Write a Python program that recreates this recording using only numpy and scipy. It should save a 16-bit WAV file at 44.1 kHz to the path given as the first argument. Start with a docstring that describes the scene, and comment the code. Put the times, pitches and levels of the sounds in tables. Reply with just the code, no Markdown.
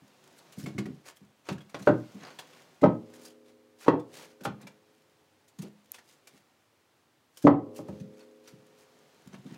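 """Split firewood is stacked by hand in a small wooden cabin, close to the microphone.
First, over still air, wool sleeves rustle (rubbing fibres) and boards thud softly (filtered noise).
Bark soon scrapes and ticks (trains of tiny slips). From 1.5 s logs knock in bunches (ringing modes and a crack),
and from 2.8 s the heaviest landings set a steel stove ringing faintly (long dying sines).
Splinters snap at 4.4 s and 5.9 s (very short high sines); the last knocks come near 7.9 s, then softer handling."""
import sys
import numpy as np
from scipy import signal
from scipy.fft import rfft, irfft
from scipy.io import wavfile
from scipy.ndimage import uniform_filter1d

SR = 44100
rng = np.random.default_rng(int(sys.argv[2]) if len(sys.argv) > 2 else 0)


def waveform_to_disk(signal):
    """Save audio, clipped to [-1, 1], as 16-bit WAV at the path in sys.argv[1]."""
    frames = np.transpose(np.atleast_2d(signal))
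    scaled = np.clip(frames, -1, 1) * 32767
    samples = np.round(scaled).astype(np.int16)
    wavfile.write(sys.argv[1], SR, samples)


N = 422037  # length of the scene [samples]


def amp(db):
    """Turns decibels into a gain."""
    return 10 ** (np.asarray(db) / 20)


def unit(x):
    """Scales a sound to rms 1."""
    return x / np.sqrt(np.mean(x ** 2) + 1e-20)


def read(points, hz):
    """Reads a curve given as (frequency [Hz], value) points, joined along a log-frequency axis."""
    f, value = np.transpose(points)
    return np.interp(np.log(hz + 1), np.log(f), value)


def seconds(length):
    """Makes a time axis of the given length [s]."""
    return np.arange(int(length * SR)) / SR


def add(mix, s, sound):
    """Adds a sound to the mix, starting at time s [s]."""
    part = mix[max(round(s * SR), 0):][:len(sound)]
    part += sound[:len(part)]


def filtered(x, hz, kind, order=2):
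    """Keeps the lows ("low") or the highs ("high") with a Butterworth filter."""
    hz = np.clip(hz, 10, SR / 2 - 100)
    return signal.sosfilt(signal.butter(order, hz, kind, fs=SR, output="sos"), x)


def colour(x, spectrum, treble_db=0, shelf_hz=4000):
    """Gives x a spectrum and more or less treble, at rms 1."""
    hz = np.fft.rfftfreq(len(x), 1 / SR)
    shelf_db = treble_db * hz ** 2 / (hz ** 2 + shelf_hz ** 2)
    return unit(irfft(rfft(x) * amp(read(spectrum, hz) + shelf_db), len(x)))


def ring(modes, length, detune=1):
    """Dying sines: what a body does after one blow; neighbouring modes swing opposite ways."""
    t = seconds(length)
    sines = []
    for k, (hz, db, t60) in enumerate(modes):
        fade = amp(db - 60 * t / t60)
        sines.append((-1) ** k * fade * np.sin(2 * np.pi * hz * detune * t))
    return sum(sines)


def burst(noise, t60, rise):
    """Noise that swells as a contact closes, then dies; times in seconds."""
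    t = np.arange(len(noise)) / SR
    shape = amp(-60 * t / t60) * (1 - np.exp(-t / rise))
    return unit(noise * shape) * np.sqrt(np.mean(shape ** 2))


def grains(size, per_s, spread_db):
    """A random train of tiny slips, mostly small and a few large."""
    chance = rng.random(size)
    strength = np.minimum(rng.exponential(1, size), 4)
    sign = rng.choice([-1., 1.], size)
    return (chance < per_s / SR) * amp(spread_db * strength) * sign


def swell(t, length):
    """A stroke that grows and fades evenly around t = 0."""
    return np.exp(-(2 * t / length) ** 2)


# spectrum of the still air: (frequency [Hz], level [dB])
AIR_SPECTRUM = [(18, -36.5), (30, -4), (48, -15.5), (98, -0.5), (199, -7), (280, -1), (632, -7.5),
                (760, -6), (1220, -9), (3400, -14.5), (14000, -26), (16000, -25)]
AIR_DB = -69  # rms level


def still_air():
    """Steady noise with the uneven colour of quiet air."""
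    return amp(AIR_DB) * colour(rng.standard_normal(N), AIR_SPECTRUM)


# spectrum of bark, for crumbs, scrapes and taps: (frequency [Hz], level [dB])
BARK_SPECTRUM = [(100, -11), (400, -1.5), (900, 0), (2000, -1.5), (4000, -2), (7000, -3), (10000, -7),
                 (13000, -11.5), (16000, -14.5)]
# spectrum of rubbing wool: (frequency [Hz], level [dB])
WOOL_SPECTRUM = [(50, -18.5), (150, 9.5), (400, 10.5), (900, 5.5), (2000, 0.5), (4000, -2.5), (6500, -5),
                 (9000, -12), (16000, -17)]
# each reach or lift of the arms, one swell of rustling: (middle time [s], length [s], level [dB])
REACHES = [(0.495, 1.22, -62), (2.3, 1.15, -59), (3.2, .25, -61.5), (4.205, 0.14, -55), (4.703, 1.5, -72),
           (6.1, 1.1, -71), (7.929, 0.23, -64.5), (9.25, 1.94, -65)]
# crumbs of bark: rate [per s], spread of sizes [dB], level against the rustle [dB]
CRUMBS_PER_S, CRUMB_SPREAD_DB, CRUMB_DB = 11, 3.5, -13


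def sleeves():
    """Wool fibres rub and crumbs of bark tick, both louder as the arms move."""
    t = np.arange(N) / SR
    motion = sum(amp(db) * swell(t - middle, length) for middle, length, db in REACHES)
    fibres = colour(grains(size=N, per_s=27000, spread_db=3.5), WOOL_SPECTRUM)
    tick = burst(rng.standard_normal(2048), t60=0.028, rise=.001)
    crumb_train = grains(N, CRUMBS_PER_S, CRUMB_SPREAD_DB)
    crumbs = colour(signal.oaconvolve(crumb_train, tick)[:N], BARK_SPECTRUM)
    return motion * (fibres + amp(CRUMB_DB) * crumbs)


# soft bumps of knees, hands and shifting wood on the boards: (time [s], level [dB], centre frequency [Hz])
BUMPS = [(.015, -54, 197), (.572, -36.5, 182), (.632, -31.5, 170), (.662, -36.5, 274), (.748, -33, 175),
         (.782, -27, 208), (.858, -34, 252), (.895, -39, 190), (1.207, -51.5, 166), (1.487, -41, 228),
         (1.508, -31.5, 175.5), (1.8, -41.5, 197), (2.145, -41, 205), (2.205, -49.5, 226),
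         (4.408, -44.5, 300), (4.464, -29, 188), (4.632, -45.5, 197), (5.585, -34, 165.4),
         (5.625, -39.5, 318), (6.33, -57.5, 250), (7.888, -31.5, 172.6), (8.004, -37, 160),
         (8.524, -49, 185), (9.26, -46.5, 188.2), (9.33, -44.5, 242), (9.376, -45.5, 150),
         (9.448, -40, 228), (9.508, -42, 226)]


def bumps():
    """Soft pushes reach mainly the low, crowded modes of the boards."""
    out = np.zeros(N)
    # low swings of the boards: (frequency [Hz], level [dB], time to fall 60 dB [s])
    boom = ring([(140.2, -1.4, 0.21), (172.0, 0.89, 0.3), (206.3, -0.75, 0.45)], length=.5)
    for s, db, hz in BUMPS:
        boards = [(hz / 4, -30), (hz / 2, -9), (hz, 0), (hz * 1.6, -6), (hz * 3, -24), (hz * 10, -60)]
        thud = burst(colour(rng.standard_normal(len(boom)), boards), t60=0.15, rise=0.0037)
        add(out, s, amp(db) * filtered(thud + amp(-8) * boom, 3 * hz, "low"))
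    return out


def grit(size, count):
    """Flakes of bark flick loose; each of the count pitches has its own train of brief rings."""
    pitches = 1400 * 5 ** rng.random(count)  # 1400 to 7000 Hz
    flakes = 0
    for hz in pitches:
        flick = ring([(hz, 0, .012)], length=0.016)
        flakes = flakes + signal.oaconvolve(grains(size, per_s=24, spread_db=4.0), flick)[:size]
    return unit(flakes)


# bark sliding under hands or on wood:
# (middle time [s], length [s], level [dB], treble against the body [dB])
SCRAPES = [(0.383, .038, -60, 14), (0.616, 0.074, -51.5, 6), (.685, 0.047, -52, -13),
           (1.084, 0.048, -48, -4.5), (1.17, 0.018, -58, 32), (1.507, 0.081, -51, -13),
           (1.808, 0.11, -58.5, -7), (1.878, 0.039, -49, -3), (2.265, 0.11, -47, -24.5),
           (2.552, 0.18, -60.5, -11.5), (3.158, .041, -58.5, 8), (3.256, 0.1, -57.5, 10),
           (3.489, 0.066, -64.5, -7), (3.822, 0.063, -54, 0), (3.87, 0.06, -47.5, -16),
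           (4.188, .14, -52.5, -0.5), (4.313, 0.044, -62, -3), (4.453, 0.02, -43.5, 13),
           (4.624, 0.052, -56.5, -42), (5.639, 0.073, -56.5, -12), (5.953, 0.066, -57, 5),
           (6.111, 0.1, -63.5, 5), (6.359, 0.13, -68, 1), (7.4, 0.09, -61, 8.5), (7.452, .03, -50.5, -14),
           (7.778, .073, -58, 6), (8.208, 0.18, -64, -7.5), (8.485, 0.11, -64, -5), (8.81, 0.059, -62, 2),
           (9.343, 0.031, -51, -20), (9.521, 0.13, -60.5, -14)]
# a stroke is uneven: depth of its catching and slipping [dB], rough length of one catch [s]
CATCH_DB, CATCH_S = 3, .009


def scrapes():
    """Rough bark catches and slips many times as a stroke swells and fades."""
    out = np.zeros(N)
    for middle, length, db, treble_db in SCRAPES:
        slips = colour(grains(size=32768, per_s=2300, spread_db=1.5), BARK_SPECTRUM, treble_db)
        slow_noise = filtered(rng.standard_normal(len(slips)), .5 / CATCH_S, "low")
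        catches = amp(CATCH_DB * unit(slow_noise))
        stroke = unit(catches * (slips + amp(-7.5) * grit(size=len(slips), count=16)))
        t = (np.arange(len(slips)) - len(slips) / 2) / SR
        add(out, middle + t[0], amp(db) * stroke * swell(t, length))
    return out


# light taps of bark and fingers on wood:
# (time [s], level [dB], treble against the body [dB], ring of the touched spot [Hz])
TAPS = [(.527, -48.5, 1, 3010), (.585, -47, 14, 2200), (.66, -37.5, -16, 2210), (.781, -32, -14, 2150),
        (.856, -43, -15, 1915), (1.522, -46, -8, 1710), (1.58, -48, -17, 1670), (1.606, -49.5, -16, 3320),
        (1.694, -51.5, -3, 2240), (1.823, -46, -2, 6040), (2.388, -35, -10, 3380), (2.814, -44, -12, 2050),
        (3.136, -52.5, 3, 1700), (3.249, -47, 15, 3366), (3.995, -53.5, -2, 3496), (4.407, -49.5, -9, 1525),
        (4.435, -45.5, 0, 1500), (4.613, -52, 14, 1900), (4.669, -42, -10, 2340), (5.479, -57, 10.5, 7000),
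        (5.587, -46, 0, 6650), (5.618, -44, 14, 2600), (5.943, -42.5, -2.5, 2550), (5.984, -47, -12, 1894),
        (6.271, -46, 3, 2360), (7.371, -43, 10.5, 3050), (7.423, -46, 10, 1650), (7.76, -46, 15, 2680),
        (7.882, -55, 1, 1780), (7.999, -53, -6, 6200), (8.207, -54.5, -19, 4380), (8.475, -46.5, -3, 5880),
        (9.464, -54, -12, 3580), (9.555, -56, -22, 2550)]
# ring under a tap: level against the tick at zero treble [dB], time to fall 60 dB [s];
# a dull, firm tap rings more than a bright flick: ring change per dB of treble [dB]
TAP_RING_DB, TAP_RING_T60, RING_PER_TREBLE = -7, 0.056, -.3


def taps():
    """Brief dry ticks of crumbling bark, each with a ring of the wood beneath."""
    out = np.zeros(N)
    for s, db, treble_db, hz in TAPS:
        crumble = colour(grains(size=4096, per_s=11000, spread_db=3.5), BARK_SPECTRUM, treble_db)
        add(out, s, amp(db) * burst(crumble, t60=0.066, rise=0.0026))
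        ring_db = TAP_RING_DB + RING_PER_TREBLE * treble_db
        add(out, s, amp(db) * ring([(hz, ring_db, TAP_RING_T60)], length=0.11))
    return out


# bending modes of each log, and of the bark-covered one when struck at its end; under each log's name:
# (frequency [Hz], level [dB], time to fall 60 dB [s])
LOG_MODES = {"pile": [(324, -4, 0.075), (400, -3, 0.078), (480, 4, 0.034), (590.6, 0, 0.11),
             (702, -9.5, 0.032), (887, -15, 0.033), (1020, -11.5, 0.03), (1370, -9, .05), (1470, -6, 0.045),
             (1576, -8.5, 0.033)], "bark": [(432, -10, 0.041), (529.8, 1, 0.062), (603.8, 0, 0.069),
             (843, -11, 0.063), (1040.5, -21, 0.057), (1274, -14.5, 0.068), (1546, -26, 0.043),
             (1894, -25, 0.035), (2350, -35.5, 0.065)], "bark end": [(505, -1.5, 0.043), (820, 9, 0.02),
             (1080, -2, 0.027), (1230, -1.5, 0.065), (1387, 1, 0.066), (1500, -4.5, 0.077),
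             (1880, -33, 0.09), (2500, -20, .08)], "split": [(272, 1.5, 0.041), (355, 3, 0.045),
             (484, 0, 0.059), (750, -8.5, 0.033), (883, -5, .045), (1230, -15.5, 0.037), (1450, -24, 0.024),
             (1930, -17, 0.033)], "pale": [(285, 3, 0.09), (462, -5.5, 0.1), (580, 1, 0.083),
             (706, -3, 0.025), (758, -4.5, 0.15), (864, -3.5, 0.033), (1034, -2, 0.029),
             (1257, -7.5, 0.067), (1367, -12.5, 0.044), (1900, -23, .05)]}
# modes of the hollow floor: (frequency [Hz], level [dB], time to fall 60 dB [s])
FLOOR_MODES = [(108, -22, 0.57), (122.4, -13.5, 0.22), (165.6, -8, 0.17), (192.3, -13, 0.13),
               (227.3, -12.5, 0.35), (239, -9, 0.068), (286.6, 3.5, 0.056), (308.2, 2, 0.1),
               (345, -6.5, 0.2)]
# spectrum of the crack of wood on wood: (frequency [Hz], level [dB])
CRACK_SPECTRUM = [(60, -34), (150, -4), (400, 1.5), (1000, 0.5), (1500, -7.5), (2200, -8), (4000, -11),
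                  (8000, -13.5), (16000, -13.5)]
# one row a contact: (time [s], log name, log ring level [dB], floor boom level [dB], crack level [dB],
# hardness [Hz]: the crack is weak above it, the ring and boom above twice it)
KNOCKS = [(1.487, "pile", -50, -58, -25, 4630), (1.744, "pile", -39, -37.5, -29, 4400),
          (1.8711, "pile", -12.5, -32, -16.5, 1700), (1.886, "pile", -21.5, -12.5, -15.5, 1060),
          (1.937, "pile", -40, -24, -38, 1200), (2.821, "bark", -30, -17, -43, 393),
          (2.832, "bark", -18.5, -9.5, -13, 700), (2.837, "bark", -11, -12, -13.5, 1410),
          (2.858, "bark", -22.5, -16, -14, 800), (2.891, "bark", -37.5, -27, -20, 450),
          (3.863, "split", -46, -43.5, -26, 895), (3.8808, "split", -9, -22.5, -9.5, 1510),
          (3.887, "split", -21, -22, -24.5, 1190), (3.936, "split", -21, -33, -19.5, 600),
          (4.452, "bark end", -29.5, -39, -25.5, 3930), (4.468, "bark end", -41, -44, -32, 1495),
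          (7.4407, "pale", -21, -38, -53.5, 205.4), (7.447, "pale", -8.5, -37.5, -30, 205),
          (7.469, "pale", -10.5, -19.5, -7, 1263), (7.475, "pale", -8.5, -9.5, -13, 1195),
          (7.502, "pale", -13, -16, -19.5, 211.4), (7.789, "bark", -40, -33.5, -42.5, 1480),
          (7.885, "bark", -39.5, -36, -42, 1500)]


def knocks():
    """Each contact rings a log, booms the floor and cracks."""
    out = np.zeros(N)
    boom = ring(FLOOR_MODES, length=.5)
    for s, log, log_db, floor_db, crack_db, hard_hz in KNOCKS:
        # crowded, heavily damped modes blur into noise
        crack = burst(colour(rng.standard_normal(8192), CRACK_SPECTRUM), t60=.058, rise=0.0012)
        grip = 1 + 0.008 * (rng.random() - .5)  # the hold on a log shifts its pitch a little
        log_ring = ring(LOG_MODES[log], length=.5, detune=grip)
        body = amp(log_db) * log_ring + amp(floor_db) * boom
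        add(out, s, filtered(body, 2 * hard_hz, "low", order=4))
        add(out, s, amp(crack_db) * filtered(crack, hard_hz, "low"))
    return out


# modes of the stove's steel shell: (frequency [Hz], level before the jolt's weighting [dB],
# time to fall 60 dB [s])
STOVE_MODES = [(242.2, 1, 3.1), (274.5, -9, 2.9), (317.6, -1, 3.3), (360.7, -8, 2.9), (403.7, -7, 3.1),
               (425.3, 0, 4.1), (489.9, -8, 3.6), (527.6, -1, 3.9), (560, -10, 1.5), (608.3, -6, 2.2),
               (689, -12, 1.8), (755, -10, 1.8), (829, -11, 1.6), (985, -8, 1.1), (1090, -6, 1),
               (1184, -10, 1.1), (1330, -8, .7)]
# heavy landings that shake the stove: (time [s], level [dB], frequency where the jolt is strongest [Hz])
JOLTS = [(2.839, -52, 336.7), (3.881, -55.5, 590), (7.471, -45.5, 476)]


def stove():
    """The steel shell sings on for seconds after a log lands, most where the jolt is strongest."""
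    out = np.zeros(N)
    for s, db, jolt_hz in JOLTS:
        modes = []
        for hz, mode_db, t60 in STOVE_MODES:
            octaves_away = np.log2(hz / jolt_hz)
            modes.append((hz, mode_db - 2.0 * octaves_away ** 2, t60))
        add(out, s, amp(db) * ring(modes, length=N / SR - s))
    return out


# splinters that snap: (time [s], level [dB])
SNAPS = [(4.437, -54), (5.9187, -34.5)]


def snaps():
    """A splinter breaks right by the microphone: a very short, bright click of three dying sines."""
    out = np.zeros(N)
    for s, db in SNAPS:
        click = ring([(6700, 1, 0.0049), (9300, 4.4, 0.0029), (12150, 11.8, 0.0044)], length=.02)
        add(out, s, amp(db) * click)
    return out


# how fast the cabin's sound dies: (frequency [Hz], time to fall 60 dB [s])
CABIN_DECAY = [(100, 0.27), (250, 0.29), (600, 0.25), (1500, .24), (4000, 0.2), (12000, 0.088)]
# first echoes off the near walls: (delay [s], gain before the echo level)
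WALL_ECHOES = [(.0042, 0.2), (.0071, -0.13), (0.0108, .2), (.016, .22), (.0235, -.15)]


def cabin(x, wet_db, echo_db):
    """Direct sound, a few echoes off the close plank walls, and a short dense tail."""
    t = seconds(length=0.55)
    hz, at, z = signal.stft(rng.standard_normal(len(t)), SR, nperseg=256)
    fade = amp(-60 * at / read(CABIN_DECAY, hz)[:, None])
    tail = signal.istft(z * fade, SR, nperseg=256)[1][:len(t)]
    tail *= 1 - np.exp(-(t / 0.0045) ** 2)  # reflections need time to crowd
    response = amp(wet_db) * tail / np.linalg.norm(tail)
    for s, gain in WALL_ECHOES:
        add(response, s, amp([echo_db]) * gain)
    return x + signal.oaconvolve(x, response)[:N]


def scene():
    """Wood, bark and cloth in the cabin, over still air."""
    light = cabin(sleeves() + scrapes() + taps(), wet_db=-10.5, echo_db=-11)
    heavy = cabin(bumps() + knocks(), wet_db=-8.0, echo_db=-9)
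    return (still_air() + light + heavy + stove() + snaps())[None]


def limiter(x, ceiling, recovery_db_per_s):
    """Turns the gain down quickly on a loud peak and lets it come back slowly."""
    over_db = 20 * np.log10(np.maximum(abs(x[0]) / ceiling, 1))
    fall = np.arange(N) * recovery_db_per_s / SR
    held_db = np.maximum.accumulate(over_db + fall) - fall
    return x / amp(uniform_filter1d(held_db, size=40))  # smoothed over about 1 ms


EDGE_HZ = 15900  # upper band limit


def record(dry):
    """The microphone cuts the bass, a limiter holds the loudest knocks, then the top is cut off."""
    no_bass = filtered(dry, hz=84, kind="high", order=4)
    held = limiter(no_bass, ceiling=0.62, recovery_db_per_s=28.5)
    band = signal.firwin(511, EDGE_HZ, window=("kaiser", 9), fs=SR)
    return signal.oaconvolve(held, band[None], "same")


dry = scene()
out = record(dry)
waveform_to_disk(out)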